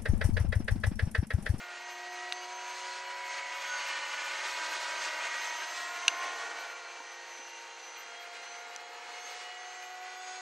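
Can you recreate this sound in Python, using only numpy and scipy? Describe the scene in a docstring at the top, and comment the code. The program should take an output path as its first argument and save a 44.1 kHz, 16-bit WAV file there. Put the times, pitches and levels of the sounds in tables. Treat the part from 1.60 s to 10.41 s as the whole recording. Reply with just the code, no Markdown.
"""The whine and airy swish of an electric model helicopter flying over an open field.
One drive train turns motor, gear, main rotor and tail rotor, so all their tones drift together.
Gear teeth whine and chatter; air rushing over the blades throbs, whooshes and briefly whistles.
An echo off the ground combs the sound, and the land murmurs faintly behind it.
It is all heard through a small camera that clicks and bumps softly in the hand."""
import sys
import numpy as np
from scipy import signal
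from scipy.fft import rfft, irfft, next_fast_len
from scipy.io import wavfile
from scipy.ndimage import uniform_filter1d, map_coordinates

SR = 44100
rng = np.random.default_rng(int(sys.argv[2]) if len(sys.argv) > 2 else 0)


def int16_out(signal):
    """Quantize to a 16-bit WAV file."""
    q = np.round(np.clip(np.atleast_2d(signal).T, -1, 1) * 32767)
    wavfile.write(sys.argv[1], SR, q.astype(np.int16))


N = 388521
TIME = np.arange(N) / SR


def gain_of(db):
    """Decibels to amplitude."""
    return np.exp(np.asarray(db) * (np.log(10) / 20))


def unit_rms(x):
    """Scales to rms 1."""
    return x / np.sqrt(np.mean(x ** 2) + 1e-20)


def curves(rows):
    """Automation lanes: one for each column after the time, in straight lines between the rows."""
    times, *columns = np.transpose(rows)
    return [np.interp(TIME, times, column) for column in columns]


def swells(rows):
    """Bell-shaped swells from rows of (centre s, length s, height, ..): one lane per height column."""
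    return sum(np.outer(heights, np.exp(-(2 * (TIME - centre) / length) ** 2))
               for centre, length, *heights in rows)


def equalise(x, points):
    """Filters by an EQ curve of (Hz, dB) points."""
    size = next_fast_len(N + 4096, True)
    hz, db = np.transpose(points)
    log_hz = np.log(np.fft.rfftfreq(size, 1 / SR) + 1)
    return irfft(rfft(x, size) * gain_of(np.interp(log_hz, np.log(hz), db)), size)[:N]


def drift(rate):
    """A smooth random wander, rms near 1, that changes about rate times a second."""
    knots = signal.resample_poly(rng.standard_normal(1200), 4, 1)
    return np.interp(TIME * rate, np.arange(len(knots)) / 4, knots)


def add(mix, start, sound):
    """Mixes a sound in at a start time in seconds."""
    part = mix[round(start * SR):][:len(sound)]
    part += sound[:len(part)]


def quarter_lag(x):
    """Delays every frequency by a quarter cycle."""
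    return signal.hilbert(x, next_fast_len(N))[:N].imag


def tone(turns, db, flicker_db, rate=14, smear=0.38):
    """A partial whose level and phase waver."""
    level = gain_of(db + flicker_db * drift(1.5 * rate))
    angle = 2 * np.pi * (turns % 1 + rng.random()) + smear * flicker_db * drift(rate)
    return np.sqrt(2) * level * np.sin(angle)


def overtones(turns, rows, near_db, flicker_db, smear, restless_hz=13000, air_loss_per_khz=0.039):
    """A shaft's weaker tones grow as it nears, the high ones most, since air absorbs them."""
    shaft_hz = turns[-1] / TIME[-1]
    out = np.zeros(N)
    for multiple, db in rows:
        hz = multiple * shaft_hz
        lift_db = (0.24 + air_loss_per_khz * hz / 1000) * near_db
        depth_db = flicker_db * (1 + (hz / restless_hz) ** 2)  # the highest tones flicker most
        out += tone(round(multiple) * turns, db + lift_db, depth_db, rate=16, smear=smear)
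    return out


def flares(turns, rows, flicker_db=2.0, smear=0.35):
    """Single overtones briefly swell, waver and fade."""
    out, waver = np.zeros(N), drift(22)
    for centre, reach, multiple, db in rows:
        during = np.flatnonzero(abs(TIME - centre) < reach)
        flicker, wobble = (waver[(during + shift) % N] for shift in rng.integers(0, N, 2))
        swell = np.cos(np.pi / 2 * (TIME[during] - centre) / reach) ** 2
        angle = 2 * np.pi * (round(multiple) * turns[during] + rng.random()) + smear * wobble
        out[during] += np.sqrt(2) * gain_of(db + flicker_db * flicker) * swell * np.sin(angle)
    return out


# Fader ride of the distant bed. Each row: time in seconds, level in dB.
MURMUR_LEVEL = [(0, -77), (2, -99), (3.2, -75), (4.5, -91), (5.9, -80), (6.5, -74), (7.8, -75.5),
                (8.8, -81)]
# Its dark tone. Each row: frequency in Hz, gain in dB.
MURMUR_EQ = [(140, -8), (195, 0.5), (240, 4.5), (400, -3), (1000, -10), (4000, -61)]

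def far_murmur():
    """The low murmur of the land beyond the field."""
    bed = unit_rms(equalise(rng.standard_normal(N), MURMUR_EQ))
    return bed * gain_of(curves(MURMUR_LEVEL)[0] + 1.7 * drift(11))


# Camera clicks. Each row: start in seconds, ring gain in dB, most excited pitch in Hz, snap gain in dB.
CASE_CLICKS = [(0.724, -8, 3520, -16.5), (.7297, -33, 9000, -25), (4.4812, -21, 3000, -36),
               (4.4808, -5, 6800, -38), (4.4809, -1, 2600, -27), (4.4831, -4.5, 3830, -41),
               (7.1619, -22.5, 5550, -26.5)]
# Resonances of the case. Each row: pitch in Hz, relative level in dB, time to fall 60 dB in seconds.
CASE_MODES = [(1600, 0, 0.036), (2670, -8, 0.013), (2830, -12.5, 0.026), (3830, -12, 0.0069),
              (4180, -2, 0.0034), (5100, -8, 0.006), (6020, -1.5, 0.0084), (6620, -9.5, 0.0038),
              (8570, -1.5, 0.0065)]
# Soft bumps of the hand. Each row: start in seconds, gain in dB, pitch in Hz.
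HAND_BUMPS = [(5.399, -41, 315), (5.401, -31, 940), (5.789, -45, 276)]

def handling(spread_octaves=0.19, bump_t60=0.034):
    """Dry snaps ring the plastic case, too small to radiate bass; soft bumps only give a low knock."""
    out, t = np.zeros(N), np.arange(SR // 10) / SR
    low_cut = signal.butter(3, 800, "highpass", fs=SR, output="sos")
    high_cut = signal.butter(8, 9200, fs=SR, output="sos")
    for start, ring_db, centre_hz, snap_db in CASE_CLICKS:
        contact = 2 * np.pi * 0.91 * centre_hz * t - np.pi
        add(out, start, -gain_of(snap_db) * contact * np.exp(-contact ** 2 / 2))
        ring = np.zeros(len(t))
        for hz, mode_db, t60 in CASE_MODES:
            excitation = 1 / (1 + (np.log2(hz / centre_hz) / spread_octaves) ** 2)
            ring += excitation * gain_of(mode_db - 60 * t / t60) * np.sin(2 * np.pi * hz * t)
        ring *= 1 - np.exp(-t / 0.0001)
        add(out, start, gain_of(ring_db) * signal.sosfilt(np.vstack([low_cut, high_cut]), ring))
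    soft_attack = (1 - np.exp(-t / 0.0025)) ** 2
    for start, db, hz in HAND_BUMPS:
        add(out, start, gain_of(db - 60 * t / bump_t60) * np.sin(2 * np.pi * hz * t) * soft_attack)
    return out


# Lag of the bounce off the field. Each row: time in seconds, delay in milliseconds.
ECHO_DELAY = [(0, 3.37), (0.25, 3.23), (1.1, 3.03), (1.78, 3.13), (2.1, 3.28), (2.58, 3.39), (2.95, 3.21),
              (3.34, 3.18), (3.55, 3.26), (4.0, 3.2), (4.32, 2.98), (4.65, 2.74), (5.15, 2.61), (5.8, 2.57),
              (6.8, 2.42), (7.65, 2.33), (8.2, 2.43), (8.8, 2.6)]

def ground_echo(x, strength, grass_hz=6500):
    """Adds a bounce dulled by grass; its delay follows the flight height, so tones swell and fade."""
    dull = equalise(x, [(grass_hz / 2, 0), (grass_hz, -3), (2 * grass_hz, -12)])
    delay_samples = curves(ECHO_DELAY)[0] * SR / 1000
    echo = map_coordinates(dull, [np.arange(N) - delay_samples], order=3)
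    return (x + strength * echo) / np.sqrt(1 + strength ** 2)


# Tone of the drive train's chatter. Each row: frequency in Hz, gain in dB.
CHATTER_EQ = [(300, -37.5), (700, 7.5), (2200, 3), (3300, -4.5), (4400, 3.5), (5500, -13.5), (6700, -8),
              (7800, -7.5), (10000, -42)]

def chatter(turns, near_db, level_db, flaws):
    """Flaws round a gear wheel come back at every turn: a fine buzz of close partials."""
    one_turn = rng.standard_normal(flaws)
    buzz = map_coordinates(one_turn, [turns % 1 * flaws], order=3, mode="grid-wrap")
    return unit_rms(equalise(buzz, CHATTER_EQ)) * gain_of(level_db + 0.62 * near_db + drift(16))


# Breathy whistles. Each row: centre in seconds, length in seconds, level at the crest in dB.
BLADE_WHISTLES = [(1.78, 0.43, -48), (3.8, 0.43, -48), (4.618, .22, -50), (6.62, .3, -57), (7.0, .3, -55),
                  (7.6, .45, -56)]

def whistle(centre_hz=2165, width_hz=180):
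    """Eddies shed from the blade edges crowd into one narrow band."""
    shape = [(-2, -70), (-1, -15), (-0.5, 0), (0.5, 0), (1, -15), (2, -70)]
    band = [(centre_hz + widths * width_hz, db) for widths, db in shape]
    level = swells([(centre, length, gain_of(db)) for centre, length, db in BLADE_WHISTLES])[0]
    return unit_rms(equalise(rng.standard_normal(N), band)) * level


# The main rotor's drone. Each row: shaft multiple, relative level in dB.
ROTOR_PARTIALS = [(8, -79.5), (12, -74), (16, -70), (18, -68.5), (20, -71.5), (22, -68.5), (24, -65.5),
                  (26, -68), (30, -65.5), (32, -73), (34, -68), (38, -63.5), (40, -62.5), (46, -71),
                  (48, -67)]

def main_rotor(turns, bite_db, trim_db=-5.0):
    """The long blades drone on multiples of their passing rate, louder as they bite."""
    return sum(tone(round(multiple) * turns, db + bite_db + trim_db, flicker_db=1.9, rate=8)
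               for multiple, db in ROTOR_PARTIALS)


# Fader ride of the swish, up as the helicopter nears. Each row: time in seconds, relative level in dB.
SWISH_LEVEL = [(0.0, -46.5), (0.92, -46), (1.1, -43.5), (1.6, -43.5), (2.08, -40), (2.62, -36.5),
               (3.21, -38.5), (3.68, -38.5), (4.47, -41.5), (4.59, -42.5), (4.84, -41.5), (5.22, -48),
               (6.03, -49), (7.3, -48.5), (7.91, -48), (8.02, -48), (8.81, -50)]
# Tone of the rushing air. Each row: frequency in Hz, gain in dB.
SWISH_EQ = [(130, -22), (200, -63), (280, -23.5), (420, -11), (650, -7.5), (1400, -1), (2300, -0.5),
            (3600, -8), (4500, -8), (6800, -12), (8800, -19), (10300, -30), (13000, -84)]
# Blades cut rough air. Each row: centre in seconds, length in seconds, swell in dB, treble lift in dB.
BLADE_WHOOSHES = [(0.616, 0.1, 3, 0.5), (1.15, 0.18, 1, 3), (1.33, 0.15, -0.3, 4.5), (1.75, .1, 2, 2),
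                  (2.2, 0.25, 2.1, 1), (2.896, 0.13, 0, 3), (3.23, 0.3, -1, 5), (3.45, 0.087, 2.5, 4),
                  (3.656, 0.064, 2.5, 0.5), (3.84, 0.31, 1.2, 1.5), (4.2, 0.22, -0.8, 5),
                  (4.63, 0.077, 4, -1.5), (4.82, .12, 0.5, 2.5), (6.82, 0.22, 1.3, 2), (7.55, 0.24, 2, 1),
                  (7.77, 0.27, 2, 4), (8.75, 0.35, 2.5, 5)]

def swish(rotor_turns, tail_turns, near_db, bite_db, trim_db=-2.0):
    """Turbulence throbs as each blade swings toward the listener; the tail chops it into a rasp."""
    swell_db, bright_db = swells(BLADE_WHOOSHES)
    air = equalise(rng.standard_normal(N), SWISH_EQ)
    bass = equalise(air, [(800, 0), (1100, -40), (1200, -100)])
    treble = equalise(air, [(2600, -100), (2800, -40), (3400, 0)])
    body = air - bass - treble
    bass_db = -0.5 * near_db + 0.3162 * bite_db  # thinner when near, fuller under load
    treble_db = -2.5 + bright_db + 0.7 * drift(20)
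    rush = body + bass * gain_of(bass_db) + treble * gain_of(treble_db)
    throb = 1 + 0.059 * np.cos(2 * np.pi * 2 * rotor_turns)  # two blades pass each turn
    rasp = 1 + 0.077 * gain_of(0.5 * near_db) * np.cos(2 * np.pi * 2 * tail_turns)
    level_db = curves(SWISH_LEVEL)[0] + swell_db + trim_db + drift(35)
    return rush / np.std(body) * throb * rasp * gain_of(level_db)


# Gear whine at the tooth rate. Each row: time in seconds, level in dB.
WHINE_LEVEL = [(0.1, -68), (0.3, -56.5), (0.45, -64), (0.56, -56), (0.66, -66), (0.76, -55.5), (1.16, -53),
               (1.32, -58.5), (1.55, -73), (1.72, -57), (2.0, -59.5), (2.14, -45), (2.28, -55), (2.38, -65),
               (2.5, -54.5), (3.2, -65), (3.44, -46), (3.57, -67), (3.72, -65), (3.87, -51.5), (4.12, -53),
               (4.31, -65), (4.44, -48.5), (4.7, -55), (5.0, -62.5), (5.38, -65), (5.5, -55.5), (5.66, -63),
               (5.8, -52.5), (6.1, -64.5), (6.3, -51), (6.7, -71), (6.92, -50.5), (7.12, -72), (7.88, -72),
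               (8.04, -57), (8.25, -56), (8.45, -74)]
# Its strongest sideband, three rotor multiples up. Each row: time in seconds, level in dB.
THIRD_SIDEBAND_LEVEL = [(0.0, -84), (2.28, -73.5), (3.14, -56), (3.32, -67), (3.62, -56), (4.0, -63),
                        (4.4, -62), (5.15, -61), (5.35, -62), (5.6, -66), (5.8, -58), (6.05, -74),
                        (6.3, -70), (6.6, -80), (7.4, -75), (7.66, -52), (7.94, -80), (8.8, -55)]
# Its other sidebands. Each row: offset in rotor multiples, relative level in dB.
WHINE_SIDEBANDS = [(-2, -29.5), (-1, -16), (1, -11), (2, -26.5), (4, -15.5), (8, -18)]
# These swell and roughen the whine. Each row: centre in seconds, length in seconds, boost in dB.
WHINE_RASPS = [(3.85, 0.4, 11), (5.86, 0.23, 4), (6.3, 0.2, 4), (7.0, 0.18, 11), (8.68, 0.33, 18)]

def gear(tooth_turns, rotor_turns, trim_db=-0.2):
    """Pinion teeth strike the main gear, a little unevenly round each turn of the rotor."""
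    tooth_db, third_db = curves(WHINE_LEVEL)[0], curves(THIRD_SIDEBAND_LEVEL)[0]
    whine = tone(tooth_turns, tooth_db + trim_db, flicker_db=1.8, rate=15, smear=0.2)
    third_turns = tooth_turns + 3 * rotor_turns
    whine += tone(third_turns, third_db + trim_db, flicker_db=1.5, rate=39, smear=0.16)
    rasp_db = uniform_filter1d(tooth_db, SR) + swells(WHINE_RASPS)[0]
    for offset, db in WHINE_SIDEBANDS:
        whine += tone(tooth_turns + round(offset) * rotor_turns, rasp_db + db, flicker_db=4.0, rate=18)
    return whine


# The motor's lead tones. Each row: time in seconds, levels in dB of shaft multiples 2 and 4.
MOTOR_LEVELS = [(0.0, -67, -57.0), (0.3, -53.5, -50.5), (0.68, -52.5, -47.5), (1.0, -46.5, -61.0),
                (1.55, -45, -51), (1.9, -46.5, -47.5), (2.36, -47.5, -59), (2.7, -51.5, -72.0),
                (2.82, -53, -51.0), (3.06, -46, -54.0), (3.5, -48, -47), (3.84, -48, -43.5),
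                (4.02, -49.5, -53.0), (4.26, -60, -44.0), (4.44, -51, -61.0), (4.56, -62, -50.0),
                (4.86, -61, -48.0), (5.28, -60.5, -64.0), (5.58, -57.5, -52.0), (6.0, -54, -72.0),
                (6.8, -62.5, -62), (7.6, -60.5, -63), (7.92, -71, -53), (8.28, -72, -55.0),
                (8.8, -62, -57.0)]
# Its weaker tones. Each row: shaft multiple, relative level in dB.
MOTOR_PARTIALS = [(3, -68.5), (5, -71), (6, -63), (7, -66.5), (11, -74), (12, -77), (14, -70.5),
                  (15, -70.5), (16, -75.5), (24, -82.5), (25, -76.5), (26, -76.5)]
# Its flares. Each row: centre in seconds, fade each side in seconds, shaft multiple, level in dB.
MOTOR_ACCENTS = [(0.684, 0.22, 6, -60.5), (1.17, .3, 15, -71), (1.3, 0.41, 9, -62), (1.71, 0.28, 9, -57),
                 (2.34, 0.31, 6, -53), (4.06, .3, 7, -63), (4.1, 0.64, 25, -64), (4.22, 0.22, 16, -57.5),
                 (4.37, .25, 6, -63), (5.18, 0.51, 5, -54.5), (5.86, .3, 11, -77), (5.95, 0.54, 6, -65),
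                 (6.06, .3, 14, -65), (6.112, 0.29, 9, -70), (6.21, 0.37, 15, -69), (6.5, 0.24, 6, -63),
                 (6.595, 0.25, 7, -59.5), (6.823, 0.2, 9, -72), (7.57, .3, 9, -64), (7.85, 0.44, 6, -59),
                 (8.64, 0.2, 16, -68), (8.66, .25, 7, -61), (8.717, 0.26, 14, -60)]

def motor(turns, near_db, bite_db):
    """The motor sings on multiples of its speed, less steadily when near: (lead, backing tones)."""
    shake = gain_of(0.22 * near_db)
    lead = sum(tone(multiple * turns, db, flicker_db=0.95 * shake, rate=18, smear=0.27)
               for multiple, db in zip((2, 4), curves(MOTOR_LEVELS)))
    hum_db = -64.5 + 0.32 * bite_db  # the fundamental grows under load
    hum = tone(turns, hum_db, flicker_db=0.8 * shake, rate=20, smear=0.31)
    weak = overtones(turns, MOTOR_PARTIALS, near_db, flicker_db=4.0, smear=0.26)
    return lead + flares(turns, MOTOR_ACCENTS), hum + gain_of(-2.0 + 0.09 * bite_db) * weak


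# The tail rotor's strong tones. Each row: time in seconds, levels in dB of shaft multiples 4, 2 and 8.
TAIL_LEVELS = [(0.0, -58.5, -67.0, -50.0), (0.54, -47.5, -56.0, -63.0), (1.44, -58, -62.0, -45.5),
               (1.98, -58, -71.0, -64.0), (2.1, -64, -71.0, -51.0), (2.82, -78, -66.0, -54.0),
               (3.42, -75, -69.0, -48.0), (4.02, -57, -68.0, -68.0), (4.32, -50.5, -75.0, -48.0),
               (4.74, -51, -67.0, -70.0), (5.1, -59, -70.0, -47.0), (5.58, -62, -67.0, -67.0),
               (6.06, -79, -68.0, -65.0), (6.6, -53.5, -73.0, -54.0), (7.02, -53.5, -74.0, -51.0),
               (7.56, -52.5, -76.0, -70.0), (8.22, -49.0, -66.0, -53.0), (8.8, -47, -61.0, -59.0)]
# Its low drone on multiple 3. Each row: time in seconds, level in dB.
TAIL_DRONE_LEVEL = [(0, -74), (.5, -71), (1.2, -57), (2.6, -56), (3.7, -60), (4.2, -76), (5, -61.5),
                    (7.7, -66.5), (8.8, -75)]
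# Multiple 6, which surges in the turn. Each row: time in seconds, level in dB.
TAIL_SURGE_LEVEL = [(0, -67), (0.9, -59), (1.7, -76), (2.5, -56), (2.9, -64), (3.3, -62), (3.9, -70),
                    (4.28, -44), (4.45, -49.5), (4.62, -39), (4.85, -57.5), (5.4, -57.5), (5.7, -82),
                    (6.8, -66), (7.4, -67.5), (8.7, -59)]
# Its weaker tones. Each row: shaft multiple, relative level in dB.
TAIL_PARTIALS = [(10, -67), (12, -60.5), (18, -70.5), (22, -80), (23, -65), (24, -65.5), (25, -67),
                 (26, -69.5), (27, -72.5), (28, -76.5), (30, -70), (31, -69.5), (34, -81), (38, -69.5)]
# Its flares. Each row: centre in seconds, fade each side in seconds, shaft multiple, level in dB.
TAIL_ACCENTS = [(.78, 0.19, 26, -60), (1.1, .25, 12, -59), (1.33, 0.43, 23, -60), (1.33, .25, 26, -61),
                (1.9, 0.46, 12, -50), (2.05, 0.22, 18, -58), (2.14, 0.15, 8, -43), (2.14, 0.19, 25, -53.5),
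                (2.15, 0.22, 10, -55), (2.42, 0.23, 10, -46), (2.78, .15, 12, -56), (2.8, 0.14, 10, -47),
                (3.24, 0.16, 10, -54), (3.3, 0.28, 26, -62), (3.5, 0.13, 7, -52), (3.55, 0.38, 31, -65),
                (3.82, .25, 12, -52), (4.53, .2, 12, -49), (5.174, 0.42, 24, -60), (5.5, 0.48, 31, -74),
                (5.703, 0.22, 25, -68), (5.8, .25, 34, -70), (6.62, 0.48, 12, -60), (7.11, .2, 22, -63),
                (7.6, 0.33, 34, -64), (7.7, .4, 12, -65), (8.7, 0.32, 23, -68), (8.7, .3, 26, -64)]

def tail_rotor(turns, near_db, bite_db):
    """Two small blades buzz, roughened by the main rotor's wake: (lead, backing tones)."""
    shake_db = 0.29 * gain_of(0.19 * np.clip(bite_db, 0, 6))
    fourth_db, second_db, eighth_db = curves(TAIL_LEVELS)
    drone_db, surge_db = curves(TAIL_DRONE_LEVEL)[0], curves(TAIL_SURGE_LEVEL)[0]
    lead = sum(tone(multiple * turns, db, multiple * shake_db, smear=0.31)
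               for multiple, db in [(2, second_db), (3, drone_db), (4, fourth_db), (6, surge_db)])
    upper = tone(8 * turns, eighth_db, 8 * shake_db)
    weak = overtones(turns, TAIL_PARTIALS, near_db, flicker_db=2.5, smear=0.4)
    return lead + flares(turns, TAIL_ACCENTS), upper + gain_of(-2.0) * weak


# Tail shaft speed, Doppler shift included. Each row: time in seconds, turns per second.
TAIL_SPEED = [(0.0, 177.53), (0.4, 178.86), (0.6, 179.5), (0.8, 180.58), (1.2, 182.28), (2.15, 184.62),
              (2.4, 184.56), (2.8, 183.72), (3.2, 182.48), (4.0, 178.87), (4.4, 177.0), (4.8, 175.55),
              (5.1, 175.16), (5.6, 174.67), (6.0, 173.96), (6.4, 174.28), (6.8, 175.34), (8.0, 181.89),
              (8.4, 183.57), (8.81, 184.94)]
# How hard the main blades bite. Each row: time in seconds, load in dB.
BLADE_BITE = [(0, -1), (1, -2.5), (2, 0.5), (2.6, 0.5), (3.05, 14.5), (3.5, 12), (4, 5.5), (4.4, 10),
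              (4.65, 15.5), (4.95, 15.5), (5.25, 2.5), (5.6, 0), (6.4, -3.5), (7.5, 5.5), (8.2, -5.5),
              (8.8, -7)]
# How strongly the field throws the rush back. Each row: time in seconds, echo gain as a fraction.
RUSH_ECHO_SEND = [(0, 0.52), (.55, 0.53), (1.2, 0.21), (1.8, 0.52), (2.4, 0.58), (3.1, 0.59), (3.7, 0.63),
                  (4.8, 0.23), (5.4, 0.14), (6.4, 0.19), (7.5, 0.4), (8.1, 0.15), (8.8, 0.36)]
# What differs between the two microphones. Each row: frequency in Hz, side gain in dB.
SIDE_EQ = [(100, 19), (300, -23.5), (1000, -23.5), (2200, -21.5), (4500, -21.5), (8000, -45), (10000, -55)]
PINION_TEETH, MAIN_TEETH, MOTOR_PER_TAIL_TURN = 13, 162, 8 / 3

def scene():
    """All shafts are geared together; the two close microphones hear nearly the same."""
    tail_turns = np.cumsum(curves(TAIL_SPEED)[0] * (1 + 0.00027 * drift(10))) / SR
    motor_turns = tail_turns * MOTOR_PER_TAIL_TURN
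    tooth_turns = motor_turns * PINION_TEETH
    rotor_turns = tooth_turns / MAIN_TEETH
    swish_db, bite_db = curves(SWISH_LEVEL)[0], curves(BLADE_BITE)[0]
    near_db = swish_db - swish_db.mean()  # a louder swish stands for a nearer helicopter
    tail_lead, tail_backing = tail_rotor(tail_turns, near_db, bite_db)
    motor_lead, motor_backing = motor(motor_turns, near_db, bite_db)
    lead = tail_lead + motor_lead + gear(tooth_turns, rotor_turns)
    backing = ground_echo(tail_backing + motor_backing, strength=0.49)
    rush = chatter(rotor_turns, near_db, level_db=-54.0, flaws=600)
    rush += chatter(tail_turns, near_db, level_db=-67.0, flaws=128)
    rush += main_rotor(rotor_turns, bite_db) + swish(rotor_turns, tail_turns, near_db, bite_db)
    rush = ground_echo(rush, strength=curves(RUSH_ECHO_SEND)[0])
    case = handling()
    mid = lead + backing + rush + whistle() + case + far_murmur()
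    # Sound from one side reaches the microphones a moment apart, so their difference lags
    # a quarter cycle; it is strongest for the case, right beside them.
    side = equalise(quarter_lag(mid), SIDE_EQ) + 0.15 * quarter_lag(case) + 0.04 * case
    return np.array([mid + side, mid - side]) * gain_of([[-0.25], [0.25]])


# The camera's tone. Each row: frequency in Hz, gain in dB.
CAMERA_EQ = [(100, 3.5), (150, -14), (200, -0.5), (9200, 0), (10800, -2.5), (11800, -5)]

def record(dry, wind_cut_hz=225, top_hz=12900):
    """A steep wind filter, the camera's colour, and the band limit."""
    thin = signal.sosfilt(signal.butter(5, wind_cut_hz, "highpass", fs=SR, output="sos"), dry)
    coloured = np.array([equalise(channel, CAMERA_EQ) for channel in thin])
    band_limit = signal.firwin(511, top_hz, window=("kaiser", 9), fs=SR)
    return signal.oaconvolve(coloured, band_limit[None], "same")


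dry = scene()
out = record(dry)
int16_out(out)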